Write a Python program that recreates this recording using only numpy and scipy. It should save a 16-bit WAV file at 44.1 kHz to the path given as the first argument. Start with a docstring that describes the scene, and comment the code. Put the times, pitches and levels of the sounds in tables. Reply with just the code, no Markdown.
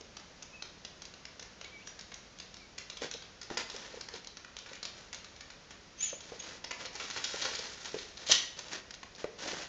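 """A cat pounces about on a wooden kitchen floor while dogs trot past, close to a phone microphone.
Claws tick in tiny clusters, pads thump the boards into a short ring, and paws scuff along the grain.
One raking scrabble ends in a loud knock. Thin squeaks and a few faint bird-like chirps come through.
The room is small and bright, with quick bounces off cupboards and wall; steady hiss lies behind it all."""
import sys
import numpy as np
from scipy import signal
from scipy.fft import rfft, irfft
from scipy.io import wavfile

SR = 44100
rng = np.random.default_rng(int(sys.argv[2]) if len(sys.argv) > 2 else 0)


def materialize(psi):
    """Save the field psi as 16-bit PCM at rate SR to the path in sys.argv[1].

    A 1-D psi becomes a single channel; in a 2-D psi each row is a channel.
    """
    bounded = np.clip(np.atleast_2d(psi).T, -1, 1)
    quanta = np.round(bounded * 32767).astype(np.int16)
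    wavfile.write(sys.argv[1], SR, quanta)


N = 426888
HIT = 4096  # samples that one hit lasts
LEAD_S = .01  # time left for the light touch ahead of a tap


def undb(db):
    """Decibels to gain."""
    return 10 ** (np.asarray(db) / 20)


def unit(x):
    """Scale to an rms of one."""
    return x / np.sqrt(np.mean(x ** 2) + 1e-20)


def blow(x, db):
    """Give a hit the energy of 4 ms at this level."""
    return x * undb(db) * np.sqrt(.004 * SR / np.sum(x ** 2))


def bins(size):
    """Frequencies of a spectrum of this many samples."""
    return np.maximum(np.arange(size // 2 + 1) * SR / size, 1)


def colour(x, points, extra_db=0):
    """Causal filter that follows (frequency_hz, gain_db) points."""
    size = len(x)
    hz, db = np.transpose(points)
    curve_db = np.interp(np.log(bins(size)), np.log(hz), db) + extra_db
    cepstrum = irfft(np.log(undb(curve_db)), size)
    cepstrum[1:size // 2] *= 2  # fold to minimum phase
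    cepstrum[size // 2 + 1:] = 0
    return irfft(rfft(x) * np.exp(rfft(cepstrum)), size)


def add(out, start_s, x):
    """Mix x in from start_s."""
    i = max(int(start_s * SR), 0)
    out[i:i + len(x)] += x[:max(N - i, 0)]


def fade(t, t60):
    """Exponential decay that starts at t = 0."""
    return (t >= 0) * np.exp(-np.log(1000) * np.maximum(t, 0) / max(t60, 1e-4))


def walk(rate_hz, size):
    """Smooth random wander with a spread near one."""
    at = np.arange(size) / SR * rate_hz
    knots = int(at[-1]) + 2
    return np.interp(at, np.arange(knots), rng.standard_normal(knots))


# Tone of the background: frequency_hz, gain_db
HISS_COLOUR = [(15, -35.5), (25, -1.5), (59, 3.5), (133, -2), (193, 1.5), (286, -4), (529, -3), (803, -7.5),
               (1950, -8.5), (2960, -10.5), (5750, -10.5), (6840, -14), (7360, -22.5), (8120, -27),
               (8960, -38), (11600, -68), (19700, -120)]

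def hiss(level_db=-56, waver_db=0.395, waver_hz=1.5826):
    """Steady hiss with a little low rumble, behind everything."""
    noise = unit(colour(rng.standard_normal(N), HISS_COLOUR))
    return noise * undb(level_db + waver_db * walk(waver_hz, N))


# Tone of the kitchen's echo: frequency_hz, gain_db
ECHO_COLOUR = [(100, -1.5), (450, 1.5), (1000, -1), (2000, 1), (4000, 0), (6500, -3), (8500, -3)]

def echo(low_t60=0.519, high_t60=0.444, build_s=0.0049, wall_s=0.03, wall_db=-13,
         cupboard_s=.0028, cupboard_db=-7):
    """A quick bounce off the cupboards, a later one off the wall, then a diffuse tail."""
    size = 2 ** 15
    t = np.arange(size) / SR
    low = signal.sosfilt(signal.butter(2, 3000, fs=SR, output="sos"), rng.standard_normal(size))
    high = signal.sosfilt(signal.butter(2, 3000, "high", fs=SR, output="sos"), rng.standard_normal(size))
    tail = (low * fade(t, low_t60) + high * fade(t, high_t60)) * (1 - np.exp(-t / build_s))
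    wall = rng.standard_normal(size) * fade(t - wall_s, t60=0.043)
    response = colour(unit(tail) + undb(wall_db) * unit(wall), ECHO_COLOUR) / np.sqrt(size)
    response[int(cupboard_s * rng.uniform(.5, 1.5) * SR)] += undb(cupboard_db)
    return response


def kitchen(x):
    """The animals keep moving, so each second the room answers a little differently."""
    out = np.zeros(N)
    for second in range(N // SR + 2):
        at = np.arange(max(second - 1, 0) * SR, min((second + 1) * SR, N))
        crossfade = np.cos(np.pi / 2 * (at / SR - second))
        add(out, at[0] / SR, signal.fftconvolve(x[at] * crossfade, echo()))
    return out


def whistles(glides, waver, gain_db=0):
    """Nearly pure gliding tones with an unsteady pitch."""
    out = np.zeros(N)
    for glide in glides:
        times, hz, db = np.transpose(glide)
        t = np.arange(times[0], times[-1], 1 / SR)
        pitch = np.interp(t, times, hz) * (1 + waver * walk(500, len(t)))
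        tone = np.sqrt(2) * np.sin(2 * np.pi * np.cumsum(pitch) / SR)
        envelope = undb(np.interp(t, times, db) + gain_db) * signal.windows.tukey(len(t), .2)
        add(out, times[0], tone * envelope)
    return out


# One list per chirp: time_s, pitch_hz, level_db
CHIRP_GLIDES = [
    [(.525, 2480, -61), (.55, 2625, -52.5), (.585, 2476, -61), (.615, 2690, -53)],
    [(1.635, 2255, -77.5), (1.655, 2226, -50.5), (1.675, 2290, -62)],
    [(1.715, 2275, -57), (1.74, 2327, -54), (1.77, 2260, -53), (1.805, 2320, -60), (1.822, 2645, -59),
     (1.838, 3100, -57)],
    [(2.595, 2470, -64.5), (2.625, 2298, -60.5), (2.67, 2167, -66.5)],
]

def chirps():
    """Short bird-like whistles, faint at the microphone."""
    return whistles(CHIRP_GLIDES, waver=.005)


# Tone of the rasp under a squeak: frequency_hz, gain_db
SQUEAK_RASP = [(500, -31), (1800, -7), (2700, 1), (3300, 1), (4400, -6), (5500, -2), (6500, 3.5),
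               (7200, -11.5), (8000, -20)]
# One list per squeak: time_s, pitch_hz, relative_level_db
SQUEAK_GLIDES = [
    [(1.855, 5780, -57), (1.882, 5800, -43.5), (1.905, 5707, -58.5)],
    [(5.968, 6250, -58), (6.004, 6280, -35.5), (6.013, 6532, -28), (6.019, 6910, -41.5),
     (6.028, 6920, -26.5), (6.046, 6942, -29), (6.066, 6400, -37.5), (6.082, 6233, -34.5),
     (6.11, 6373, -36.5)],
    [(6.388, 6687, -59.5), (6.402, 6558, -33.5), (6.415, 6630, -55)],
]

def squeaks(gain_db=-5.5, half_db=-23, rasp_db=-13, rasp_follow=0.75, usual_db=-38):
    """A thin tone with a weak, unsteady half pitch, over a rasp that grows more slowly than the tone."""
    out = whistles(SQUEAK_GLIDES, waver=0.0046, gain_db=gain_db)
    octave_below = [np.array(glide) * [1, .5, 1] for glide in SQUEAK_GLIDES]
    out += whistles(octave_below, waver=0.0723, gain_db=half_db)
    for glide in SQUEAK_GLIDES:
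        times, _, db = np.transpose(glide)
        out += scrape(times, usual_db + rasp_follow * (db - usual_db) + rasp_db, SQUEAK_RASP)
    return out


def slips(size, grain_db=4, grain_hz=2400, catch_db=2, catch_hz=120):
    """Friction: dense tiny slips over the grain of the wood, catching now and then."""
    noise = rng.standard_normal(size)
    return noise * undb(grain_db * walk(grain_hz, size) + catch_db * walk(catch_hz, size))


def scrape(times, db, points):
    """Friction of one colour that follows a level curve."""
    out = np.zeros(N)
    size = 2 * int((times[-1] - times[0]) * SR / 2)
    t = times[0] + np.arange(size) / SR
    add(out, times[0], unit(colour(slips(size), points)) * undb(np.interp(t, times, db)))
    return out


# Tone of paws rubbing on wood, here and in the scuffs: frequency_hz, gain_db
RUB_COLOUR = [(88, -42), (150, -10.5), (532, -5.5), (580, -4), (724, -6.5), (905, -5), (1060, -6.5),
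              (1860, -1.5), (2170, -5.5), (3320, -3), (5940, -2), (7050, -5.5), (8960, -28), (11600, -85.5),
              (19700, -120)]
# A dog passing the microphone: time_s, relative_level_db
DOG_PASS = [(6.93, -50), (7.066, -47.5), (7.44, -38.5), (7.522, -40), (7.652, -46), (7.856, -46.5),
            (8.01, -46), (8.26, -63)]

def shuffle(gain_db=-3):
    """The trotting dog's feet rub the boards without a break."""
    return scrape(*np.transpose(DOG_PASS), RUB_COLOUR) * undb(gain_db)


# Paws sliding over the floor: start_s, length_s, relative_level_db
PAW_SLIDES = [(3.008, 0.0794, -41.5), (3.502, 0.068, -48), (3.575, 0.0577, -40), (3.662, 0.395, -48.5),
              (4.12, 0.091, -48), (4.639, 0.154, -54.5), (4.928, 0.175, -53.5), (5.697, 0.061, -58),
              (6.221, 0.218, -51.5), (6.40, 0.204, -47), (6.781, 0.102, -44.5), (6.985, 0.129, -44.5),
              (7.408, 0.103, -42), (7.582, 0.133, -46), (7.844, 0.061, -44), (8.179, 0.102, -47.5),
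              (8.566, 0.0542, -45.5), (8.62, 0.183, -50.5), (8.709, 0.097, -40), (9.176, 0.069, -48),
              (9.378, 0.238, -39), (9.574, 0.104, -43)]

def scuffs(gain_db=-1, peak_share=0.313, roundness=0.688, tilt_db_per_octave=-1.7541):
    """Each slide of a paw swells quickly and ebbs more slowly."""
    out = np.zeros(N)
    for start_s, length_s, db in PAW_SLIDES:
        size = 2 * int(length_s * SR / 2)
        tilt_db = tilt_db_per_octave * np.log2(np.clip(bins(size), 300, 7000) / 3000)
        rub = unit(colour(slips(size), RUB_COLOUR, tilt_db))
        swell = np.interp(np.linspace(0, 1, size), [0, peak_share, 1], [0, 1, 0])
        add(out, start_s, rub * np.sin(np.pi / 2 * swell) ** roundness * undb(db + gain_db))
    return out


# A floorboard's modes: pitch_ratio, gain_db, ring_time_share
BOARD_MODES = [(.62, -10, 0.47), (1.002, 2, 1), (1.449, -7, 0.32), (2.301, -13.5, 0.72)]
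# Tone of a pad's dull slap: frequency_hz, gain_db
PAD_SLAP = [(100, -13), (250, -3), (450, 1.5), (700, -1), (1200, -14.5), (2500, -20), (6000, -32.5)]
# Pads landing near the microphone: start_s, relative_level_db, board_pitch_hz
PAD_LANDINGS = [(.009, -45.5, 438), (3.019, -34.5, 481), (3.044, -40.5, 475), (3.147, -41.5, 491),
                (3.511, -34, 325.4), (3.57, -39.5, 515), (3.744, -39.5, 467), (3.94, -42, 503),
                (3.972, -40, 446), (4.139, -41.5, 448), (4.714, -43.5, 528), (6.129, -36.5, 541),
                (6.32, -35.5, 450.4), (6.331, -41.5, 514), (6.71, -44, 425), (6.95, -46.5, 836),
                (7.342, -34.5, 431), (7.515, -44, 455), (7.591, -42, 490), (7.943, -31.5, 428),
                (7.964, -37.5, 440), (8.296, -30, 601), (9.031, -42.5, 1066), (9.243, -28, 461),
                (9.46, -34.5, 586), (9.532, -35.5, 429)]

def pads(gain_db=-2, push_s=0.0014, slap_db=-7.5, slap_t60=0.067, usual_t60=0.0265, usual_db=-40):
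    """A soft push rings a floorboard's low, well-damped modes, with a dull slap as the toes spread."""
    out, t = np.zeros(N), np.arange(HIT) / SR
    push = 1 - np.exp(-t / push_s)
    for start_s, db, hz in PAD_LANDINGS:
        t60 = usual_t60 * np.exp(-0.04 * (db - usual_db))  # harder landings die away sooner
        ring = sum(undb(mode_db) * fade(t, t60 * share) * np.sin(2 * np.pi * hz * ratio * t)
                   for ratio, mode_db, share in BOARD_MODES)
        slap = colour(rng.standard_normal(HIT) * fade(t, slap_t60) * push, PAD_SLAP)
        add(out, start_s, blow(ring * push, db + gain_db) + blow(slap, db + slap_db))
    return out


# Claws raking the floor: time_s, relative_level_db
RAKE = [(8.26, -53), (8.268, -33), (8.282, -35), (8.322, -19), (8.334, -28.5), (8.38, -38.5)]
# Tone of the rake and the strikes: frequency_hz, gain_db
STRIKE_COLOUR = [(150, -21), (400, -15.5), (750, -14.5), (1300, -11.5), (2000, -7.5), (2500, -8.5),
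                 (3200, -1), (4000, -0.5), (4900, -2), (5900, -2), (6900, -4.5), (8500, -26.5)]
# What rings in the knock: pitch_hz, gain_db, t60_s
STRIKE_MODES = [(1917, -11.5, 0.16), (3950, -17.5, 0.044), (4524, -13.5, 0.045), (5940, 8, 0.054)]
# The strikes of the knock: start_s, relative_level_db
STRIKES = [(8.305, -31), (8.3162, -19), (8.3206, -16), (8.325, -22), (8.328, -26.5)]

def knock(gain_db=-1, ring_db=-11, rake_db=-3.5, crack_t60=.0097):
    """A raking scrabble swells into a few crowded strikes, heard as one sharp knock."""
    out = scrape(*np.transpose(RAKE), STRIKE_COLOUR) * undb(rake_db)
    t = np.arange(HIT) / SR
    for start_s, db in STRIKES:
        crack = colour(rng.standard_normal(HIT) * fade(t, crack_t60), STRIKE_COLOUR)
        ring = sum(undb(mode_db) * rng.standard_normal() * fade(t, t60) * np.sin(2 * np.pi * hz * t)
                   for hz, mode_db, t60 in STRIKE_MODES)
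        add(out, start_s, blow(crack, db + gain_db) + blow(ring, db + ring_db))
    return out


# Tone of a claw's bare tick: frequency_hz, gain_db
CLAW_TICK = [(150, -14), (450, -3.5), (900, -2.5), (1700, 1), (2700, 2), (4000, 4.5), (5500, 4), (6800, 3),
             (7600, -9.5), (8800, -21.5)]

def tap(drag, ring_hz, body_db, tick_t60=0.00494, touch_s=.002, spread_s=.004, side_db=-6,
        ring_db=4, ring_width_hz=700, body_hz=2400):
    """A light touch, the main claw, then its neighbours within a few ms."""
    f, t = bins(HIT), np.arange(HIT) / SR - LEAD_S - touch_s / 2
    lags = drag * np.array([-touch_s * rng.uniform(.5, 1), *rng.uniform(0, spread_s, 2)])
    gains = undb(side_db + 2 * rng.standard_normal(3))
    side_power = sum((gain * fade(t - lag, drag * tick_t60)) ** 2 for lag, gain in zip(lags, gains))
    envelope = np.sqrt(fade(t, tick_t60) ** 2 + side_power)
    peak_db = ring_db / (1 + ((f - ring_hz) / ring_width_hz) ** 2)
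    wood_db = 0.664 * (body_db + 12) / (1 + (f / body_hz) ** 4)  # heavier taps move the board more
    return colour(envelope * rng.standard_normal(HIT), CLAW_TICK, peak_db + wood_db)


# How long the claws drag, longest as the heavier dog trots past: time_s, stretch_ratio
CLAW_DRAG = [(0, 1.2), (4.1, 1.0), (6.3, 1.2), (6.8, 2.2), (7.9, 2.2), (8.3, 1.2), (9.3, .9)]
# Claws landing close by: start_s, relative_level_db, ring_hz, relative_body_db, toe_lag_s (0 for none)
CLAW_LANDINGS = [(.0034, -47.5, 6050, -15.5, 0), (0.1692, -40.5, 5840, -1.5, 0),
                 (0.198, -49, 2020, -7.5, 0), (0.4252, -41, 5560, -15, 0), (.623, -36, 5330, -7, 0),
                 (0.849, -39, 4320, -10, 0), (1.0198, -42, 5600, -11.5, .0327),
                 (1.138, -47.5, 3270, -11.5, 0), (1.253, -41, 5430, -1.5, 0),
                 (1.3962, -41, 5950, -4, .0293), (1.6129, -41, 3630, -4, .032),
                 (1.8732, -42, 5700, -8.5, 0), (1.991, -42.5, 6070, -14, .0188),
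                 (2.1191, -44.5, 1570, 1, 0), (2.142, -41, 6230, -24, 0), (2.387, -47.5, 5930, -18.5, 0),
                 (2.4, -40, 5010, -12, 0), (2.5415, -45.5, 5410, -15, .0265), (2.781, -36.5, 5630, -11, 0),
                 (2.8991, -38.5, 6170, -15, 0), (2.9703, -41, 3670, -11.5, 0),
                 (3.02, -40.5, 3320, -21, .024), (3.1125, -36.5, 5700, -12, .0257),
                 (3.2221, -44.5, 4190, 1, 0), (3.4146, -41.5, 4940, -9.5, .0159),
                 (3.502, -38.5, 3770, 15, 0), (3.5711, -31, 1700, -4.5, 0), (3.5755, -31.5, 1670, -9.5, 0),
                 (3.699, -38.5, 5660, -7, 0), (3.7628, -40.5, 3400, -13.5, 0),
                 (4.0102, -37.5, 4960, -15, 0), (4.0862, -40, 5200, 0, 0), (4.1384, -41.5, 4160, -14.5, 0),
                 (4.2454, -47, 4480, -9.5, 0), (4.2714, -40.5, 4440, -9.5, 0), (4.37, -42, 6220, -5.5, 0),
                 (4.4467, -44.5, 1750, 3, 0), (4.5665, -39.5, 3590, -9.5, .0199),
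                 (4.6613, -45.5, 2170, -3, .0284), (4.7323, -43.5, 2400, -16.5, .0207),
                 (4.8292, -35.5, 4530, -14.5, 0), (4.8522, -35, 4390, -10.5, 0),
                 (5.1287, -38, 6170, -9.5, .0167), (5.2446, -45, 2106, -6, 0), (5.363, -50, 2750, -16, 0),
                 (5.4073, -43, 2240, -7, 0), (5.5024, -45, 3430, -10, 0), (5.7076, -46, 3180, -6, 0),
                 (6.2062, -44.5, 6290, -7.5, 0), (6.6432, -36, 5300, -5.5, 0), (6.711, -32, 1960, -0.5, 0),
                 (6.8561, -36, 4230, -1, 0), (6.9558, -37.5, 6070, -0.5, 0), (7.001, -34.5, 2730, -1.5, 0),
                 (7.103, -34, 6260, -3, 0), (7.1652, -33.5, 1730, 0.5, 0), (7.173, -36, 4710, -5.5, 0),
                 (7.242, -29, 4870, -20.5, 0), (7.2475, -35, 4320, -16.5, 0), (7.3425, -42, 3930, 7, 0),
                 (7.42, -30.5, 3850, -20.5, 0), (7.4535, -29.5, 4700, 1.5, 0),
                 (7.5513, -33.5, 3450, -25.5, .038), (7.8483, -40, 6200, -10, 0),
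                 (7.987, -39, 4320, -15, 0), (8.1725, -41.5, 4010, -17.5, 0), (8.59, -36.5, 5870, -11.5, 0),
                 (8.9071, -40.5, 6070, -9.5, .0334), (8.9484, -46.5, 6240, -27, 0),
                 (9.0313, -41.5, 2000, 6, 0), (9.1496, -48, 5090, -18, .011), (9.2417, -41.5, 1710, 5, 0)]

def claws(second_db=-2, second_body_db=-5.5):
    """Each paw taps once, sometimes again with a softer, thinner second toe."""
    out = np.zeros(N)
    first_toes = [row[:4] for row in CLAW_LANDINGS]
    second_toes = [(start_s + lag_s, db + second_db, hz, body_db + second_body_db)
                   for start_s, db, hz, body_db, lag_s in CLAW_LANDINGS if lag_s > 0]
    for start_s, db, hz, body_db in first_toes + second_toes:
        drag = np.interp(start_s, *np.transpose(CLAW_DRAG))
        add(out, start_s - LEAD_S, blow(tap(drag, hz, body_db), db))
    return out


# Taps sent to the room, least when the paws are near the microphone: time_s, send_db
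TAP_SEND = [(0, -3), (3.3, 0), (4.2, -2.5), (5.0, -0.5), (8.5, -1), (8.9, -6.5)]

def scene():
    """Each source reaches the microphone directly and through the room; the nearer ones are drier."""
    tap_send_db = np.interp(np.arange(N) / SR, *np.transpose(TAP_SEND))
    sources = [(claws(), tap_send_db), (pads(), -10), (scuffs() + shuffle(), -8.5),
               (knock(), -3.5), (squeaks(), -1.5), (chirps(), -9.5)]
    direct = sum(sound for sound, _ in sources)
    sent = sum(sound * undb(send_db) for sound, send_db in sources)
    return (direct + kitchen(sent) + hiss())[None]


# Treble response of the phone microphone: frequency_hz, gain_db
MIC_TREBLE = [(6000, 0), (6900, 0), (7400, -4), (7950, -13), (8600, -10), (9100, -13)]

def record(dry):
    """One phone microphone, mono: its treble falls away above 7 kHz and is cut near 9 kHz."""
    top_cut = signal.ellip(10, .2, 70, 8950, fs=SR, output="sos")
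    return signal.sosfilt(top_cut, colour(dry[0], MIC_TREBLE))[None]


dry = scene()
out = record(dry)
materialize(out)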